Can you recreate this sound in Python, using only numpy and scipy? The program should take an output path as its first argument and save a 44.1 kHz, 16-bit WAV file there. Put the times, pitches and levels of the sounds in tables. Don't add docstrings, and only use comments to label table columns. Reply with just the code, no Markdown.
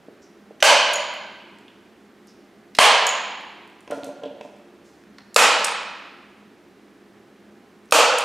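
import sys
import numpy as np
from scipy import signal
from scipy.fft import rfft, irfft
from scipy.io import wavfile
from scipy.ndimage import uniform_filter1d

SR = 44100
rng = np.random.default_rng(int(sys.argv[2]) if len(sys.argv) > 2 else 0)


def digitize_waveform(pressure):
    field = np.atleast_2d(pressure).T
    bounded = np.clip(field, -1, 1)
    quanta = np.round(bounded * 32767).astype(np.int16)
    wavfile.write(sys.argv[1], SR, quanta)


def gain_from_db(level_db):
    decades = np.asarray(level_db, float) / 20
    return 10 ** decades


N = 363384

# start_s, peak_db, hall_rms_db, treble_shaded_above_hz
SHOTS = [
    (0.6248, 3, -6.5, 4490),
    (2.786, 3.5, -6.5, 4360),
    (5.361, 2, -8, 10540),
    (7.922, 3, -7.5, 12500),
]
# pitch_hz, level_db (per Hz)
SEAT_COLOURS = [
    [(88, -74), (150, -39.5), (249, -26), (368, -30.5), (589, -1.5), (730, -11.5), (979, -6.5), (1340, -18),
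     (1530, -13.5), (1870, -22), (2020, -14), (3040, -18.5), (7920, -23), (11500, -34), (16000, -55.5)],
    [(88, -64.5), (150, -37), (254, -20), (303, -35), (457, -9.5), (730, -4.5), (960, -4.5), (1420, -12.5),
     (3100, -10), (3620, -15.5), (4490, -18), (9080, -22.5), (13700, -39.5), (15100, -56), (16000, -92)],
    [(88, -60), (150, -32), (297, -14), (368, -21.5), (475, -5), (759, -8.5), (837, -3.5), (2060, -11),
     (2500, -4), (2760, -10.5), (3490, -12.5), (9820, -21), (10800, -25), (15100, -38.5), (16000, -92)],
    [(88, -68), (150, -43.5), (291, -15), (391, -21), (484, 3), (716, -6), (837, -2.5), (1310, -7),
     (2060, -17.5), (2600, -9), (4080, -19.5), (6910, -16), (13200, -31), (15300, -43), (16000, -73)],
]
# pitch_hz, width_hz, lift_db
GRIP_RESONANCES = [
    [(1618, 200, 5.5), (2520, 310, 4.5), (3040, 370, 9.5), (4204, 120, 4), (4600, 260, 4.5),
     (5990, 300, 5.5)],
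    [(1050, 120, 3), (1622, 97, 4.5), (2300, 300, 1.5), (3007, 580, 2), (4140, 140, 2), (4300, 350, 2.5)],
    [(1303, 150, 4), (1960, 110, 1.5), (2330, 150, -4.5), (3000, 200, 3), (4250, 350, -0.5), (7300, 810, 5)],
    [(1300, 120, 4.5), (1940, 170, 3), (2550, 370, 2.5), (3192, 310, 3), (4500, 510, 5.5), (8500, 930, 3)],
]
# start_s, peak_db, centre_hz, length_ms
LATCH_SLIPS = [
    (.6026, -30.5, 3000, 6.3),
    (2.7493, -24, 3400, 5),
    (2.767, -32.5, 5000, 3.1),
    (5.344, -21.5, 6500, 1.9),
    (7.9097, -21.5, 6500, 1.8),
]
# start_s, peak_db, centre_hz, spring_at_stop_db, spring_at_rebound_db
LEVER_RETURNS = [
    (.934, -17, 8500, -15, -13),
    (3.0675, -10, 6860, -25, -9.5),
    (5.644, -9.5, 7860, -46, -33),
    (8.1844, -12, 7840, -44, -50),
]
# pitch_hz, level_db, t60_s
SPRING_MODES = [(6775, -1, 0.026), (7690, -19, 0.02), (9190, -12, .018), (11200, -14, .015)]
# start_s, peak_db, centre_hz
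CLICKS = [(1.139, -38, 8800), (1.586, -46, 6950), (2.2713, -42, 7000), (3.409, -50, 10200),
          (3.676, -48, 9600), (3.7, -51, 9060), (3.806, -45, 7000), (3.877, -31.5, 2450),
          (3.9102, -29.5, 7000), (3.932, -41, 5000), (4.034, -26.5, 3000), (4.044, -28.5, 7840),
          (4.046, -37, 5400), (4.065, -43, 8000), (4.2344, -42, 6000), (4.4105, -39.5, 5000),
          (4.565, -51.5, 8000), (4.75, -56.5, 3535), (5.037, -44, 1940), (5.1837, -51, 9000),
          (8.135, -36, 9000), (5.593, -30, 10970), (5.6454, -13.5, 3960), (5.831, -44, 8000),
          (7.857, -50, 8000), (7.888, -52.5, 5880), (8.21, -45, 10380)]
# start_s, peak_db, centre_hz, length_ms, width_over_centre
SCRAPES = [(.218, -50, 5660, 31, 0.268), (.605, -35.5, 5950, 11, 0.053), (2.275, -47.5, 5300, 31, 0.27),
           (3.904, -35, 2200, 36, 0.9), (3.912, -31, 1364, 14, 0.25), (3.94, -47, 5460, 55, 1.1),
           (4.05, -46.5, 6960, 34, 1.1), (4.25, -42, 3000, 27, 0.46), (4.42, -55, 5970, 88, 0.7),
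           (4.84, -53.5, 5536, 110, .9), (5.647, -14, 5200, 3, .3), (5.646, -14, 8500, 5, 0.24),
           (4.2342, -33.5, 3070, 4, 0.39), (4.4104, -34, 2300, 2.5, 0.55), (5.183, -37.5, 4340, 2.5, 0.44),
           (5.184, -36, 1500, 3, 0.87), (1.681, -36.5, 2850, 2, 0.32)]
# start_s, peak_db, contact_ms, favoured_hz,
# ring_freedom (about 0-1)
KNOCKS = [(.083, -30, 0.92, 480, 0.16), (.508, -31, 1, 463, 0.2), (3.876, -35.5, 0.29, 1000, 0.45),
          (3.903, -21, 0.75, 595, 0.6), (3.92, -16.5, 0.49, 605, 1), (3.975, -22.5, 0.97, 590, 0.94),
          (4.03, -28, 0.28, 300, 0.7), (4.068, -25.5, 1, 585, 1.02), (4.09, -26.5, 0.31, 594, 0.9),
          (4.19, -43.5, 0.99, 580, 0.9), (4.222, -33.5, 0.18, 584, 0.9), (4.233, -22, 0.24, 480, 0.7),
          (4.24, -31.5, 0.27, 900, 0.97), (4.255, -25, 0.69, 465, 1), (4.31, -30.5, 1, 584, 0.6),
          (4.4101, -26.5, .35, 720, .35), (4.45, -32, .5, 640, 0.6), (4.52, -44.5, .5, 720, .7)]
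# pitch_hz, level_db, t60_s
PLANK_MODES = [(133.8, -2, .09), (264.7, -3.5, 0.16), (278.7, 3.5, .09), (461.4, -4, 0.18),
               (583.6, 0.5, 0.13), (661, -7.5, 0.099), (726, -4.5, 0.0925), (886, -10, .1),
               (1004, -5.5, 0.11), (1380, -7, 0.058), (1620, -4.5, 0.056), (2200, -14.5, .03),
               (2470, -6.5, .025)]
# delay_s, level_db
WALL_ECHOES = [(.0065, -9), (.014, -15), (0.0222, -9.5), (.036, -16.5)]
# pitch_hz, t60_s
HALL_T60 = [(200, 0.8), (500, 1.105), (1000, 1.27), (2000, 1.35), (4200, 1.137), (6500, 0.7), (11000, 0.34),
            (16000, 0.3)]
# pitch_hz, side_minus_mid_db
PORT_WIDTH = [(30, -21.5), (125, -22), (300, -18), (600, -18.5), (1200, -15), (4000, -14.5), (12000, -14)]
# pitch_hz, level_db (per Hz)
FAN_AIR = [(12, -67), (20, -34.5), (111, -24), (139, -19), (206, -7.5), (323, -11.5), (351, -7.5),
           (492, -14.5), (583, -18.5), (690, -16.5), (794, -20.5), (1740, -22), (3520, -31), (15200, -48),
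           (16500, -65.5)]
# pitch_hz, width_hz, rms_db
FAN_HUMS = [(75.4, 14, -76.5), (113.5, 4, -75), (206.8, 15, -59), (282, 9.9, -67.5), (298, 36, -63),
            (347.7, 15, -60.5), (413.6, 23, -64), (457.5, 10, -80), (590, 16, -73.5), (806, 14, -70)]


def driver_shots(rise_ms=0.89, rattle_ms=3.7, treble_db=6):
    out, size = np.zeros((2, N)), 4096
    hz = np.fft.rfftfreq(size, 1 / SR)
    t_ms = np.arange(size) * 1000 / SR
    for (start_s, db, hall_db, shade_hz), seat, grip in zip(SHOTS, SEAT_COLOURS, GRIP_RESONANCES):
        lift_db = sum(gain_db * abs(peak(hz, at_hz, width_hz)) ** 2 for at_hz, width_hz, gain_db in grip)
        colour_db = shape(seat, hz) + lift_db + treble_db * (hz / 12000) ** 2
        blow = irfft(causal(colour_db))[:size // 2]
        envelope = (1 - np.exp(-(t_ms / rise_ms) ** 2)) * np.exp(-t_ms / rattle_ms)
        rattle = rng.standard_normal(size) * envelope
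        shade = signal.butter(1, shade_hz, fs=SR)
        snap = signal.lfilter(*shade, np.convolve(rattle, blow))
        add(out, start_s, echoed(gain_from_db(db) * snap / abs(snap).max()))
        tail = signal.fftconvolve(blow[None], hall()) / np.linalg.norm(blow)
        add(out, start_s, gain_from_db(hall_db) * tail)
    return out


def steel_ticks():
    out, size = np.zeros(N), 8192
    hz = np.fft.rfftfreq(size, 1 / SR)
    t_ms = np.arange(size) * 1000 / SR
    rows = [(*slip, 1.3) for slip in LATCH_SLIPS]
    rows += [(*lever[:3], 2.7, 0.73) for lever in LEVER_RETURNS]
    rows += [(*click, 1.3, 0.89) for click in CLICKS]
    rows += list(SCRAPES)
    for start_s, db, at_hz, length_ms, width in rows:
        envelope = np.exp(-t_ms / length_ms) * (1 - np.exp(-15 * t_ms / length_ms))
        burst = rng.standard_normal(size) * envelope
        tick = irfft(rfft(burst) * peak(hz, at_hz, width * at_hz) ** 2)
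        add(out, start_s, gain_from_db(db) * tick / abs(tick).max())
    return out


def lever_spring(late_s=0.005, rebound_s=0.0225, rise_s=0.00067):
    out, size = np.zeros(N), 8192
    ring = rings(SPRING_MODES, size) * (1 - np.exp(-np.arange(size) / SR / rise_s))
    for start_s, _, _, stop_db, rebound_db in LEVER_RETURNS:
        add(out, start_s + late_s, gain_from_db(stop_db) * ring.sum(0))
        add(out, start_s + rebound_s, gain_from_db(rebound_db) * ring[0])
    return out


def plank_knocks(reach_db=10):
    out, size = np.zeros(N), 8192
    modes = np.array(PLANK_MODES)
    onset = 1 - np.exp(-np.arange(size) / 25)
    for start_s, db, contact_ms, favoured_hz, freedom in KNOCKS:
        side = np.sign(rng.standard_normal(len(modes)))
        octaves_off = abs(np.log2(modes[:, 0] / favoured_hz))
        weights = side * gain_from_db(-reach_db * octaves_off)
        ringing = rings(modes * [1, 1, freedom], size) * onset
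        push = np.hanning(int(contact_ms * SR / 1000) + 3)
        knock = np.convolve(weights @ ringing, push)
        add(out, start_s, gain_from_db(db) * knock / abs(knock).max())
    return out


def echoed(dry, share_db=0):
    out = dry.copy()
    for delay_s, db in WALL_ECHOES:
        add(out, delay_s, gain_from_db(db + share_db) * dry[:len(dry) - int(delay_s * SR)])
    return out


def hall(build_s=0.012):
    size = 2 ** 17
    hz, t = np.fft.rfftfreq(size, 1 / SR), np.arange(size) / SR
    noise, tail = rfft(rng.standard_normal((2, size))), 0
    for band_hz in 62.5 * 2 ** np.arange(0, 8.6, 0.5):
        share = np.clip(1 - 2 * abs(np.log2((hz + 1) / band_hz)), 0, 1)
        decay = gain_from_db(-60 * t / shape(HALL_T60, band_hz))
        tail = tail + irfft(noise * share) * decay
    return stereo(tail * (1 - np.exp(-(t / build_s) ** 2)))


def in_hall(dry, echo_db, hall_db):
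    tail = signal.fftconvolve(dry[None], hall())[:, :N]
    return echoed(dry, echo_db) + gain_from_db(hall_db) * tail


def fan_drone(air_db=-53):
    hz = np.fft.rfftfreq(N, 1 / SR)
    air = irfft(rfft(rng.standard_normal((2, N))) * gain_from_db(shape(FAN_AIR, hz)), N)
    hums = 0
    for at_hz, width_hz, db in FAN_HUMS:
        unit_rms = np.sqrt(width_hz * np.pi / 2 / SR)
        hums = hums + gain_from_db(db) * peak(hz, at_hz, width_hz) ** 2 / unit_rms
    hum = irfft(rfft(rng.standard_normal((2, N))) * hums, N)
    return stereo(air * gain_from_db(air_db) / air[0].std() + hum)


def stereo(pair):
    size = pair.shape[1]
    width = gain_from_db(shape(PORT_WIDTH, np.fft.rfftfreq(size, 1 / SR)))
    side = irfft(rfft(pair[1]) * width, size)
    return np.array([pair[0] + side, pair[0] - side])


def shape(table, hz):
    table_hz, values = np.transpose(table)
    return np.interp(np.log(hz + 1), np.log(table_hz), values)


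def peak(hz, at_hz, width_hz):
    return 1j * hz * width_hz / (at_hz ** 2 - hz ** 2 + 1j * hz * width_hz)


def causal(db):
    cepstrum = irfft(db * np.log(10) / 20)
    half = len(cepstrum) // 2
    cepstrum[1:half] *= 2
    cepstrum[half + 1:] = 0
    return np.exp(rfft(cepstrum))


def rings(modes, size):
    hz, db, t60_s = np.transpose(modes)[:, :, None]
    t = np.arange(size) / SR
    return gain_from_db(db) * np.sin(2 * np.pi * hz * t) * np.exp(-np.log(1000) * t / t60_s)


def add(track, start_s, sound):
    i = int(start_s * SR)
    track[..., i:i + sound.shape[-1]] += sound[..., :N - i]


def scene(low_hz=150, high_hz=12000, right_db=1.2):
    small_band = signal.butter(2, [low_hz, high_hz], "band", fs=SR, output="sos")
    steel = in_hall(steel_ticks() + lever_spring(), echo_db=-2, hall_db=-38)
    wood = in_hall(plank_knocks(), echo_db=-7, hall_db=-39)
    room = driver_shots() + signal.sosfilt(small_band, steel + wood) + fan_drone()
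    return room * gain_from_db(np.array([[-right_db], [right_db]]) / 2)


def roll_off(x):
    return signal.sosfilt(signal.butter(12, 16820, fs=SR, output="sos"), x)


def record(dry, duck_db=-6, late_s=0.0077, recover_s=0.065):
    since_s = np.arange(N) / SR - np.array(SHOTS)[:, :1] - late_s
    ducked = (since_s > 0) * np.clip(1 - since_s / recover_s, 0, 1)
    gain_db = uniform_filter1d(duck_db * ducked.sum(0), size=100)
    held = np.clip(dry * gain_from_db(gain_db), -1, 1)
    top_cut = signal.ellip(12, 0.1, 95, 16000, fs=SR, output="sos")
    return roll_off(signal.sosfilt(top_cut, held))


dry = scene()
out = record(dry)
digitize_waveform(out)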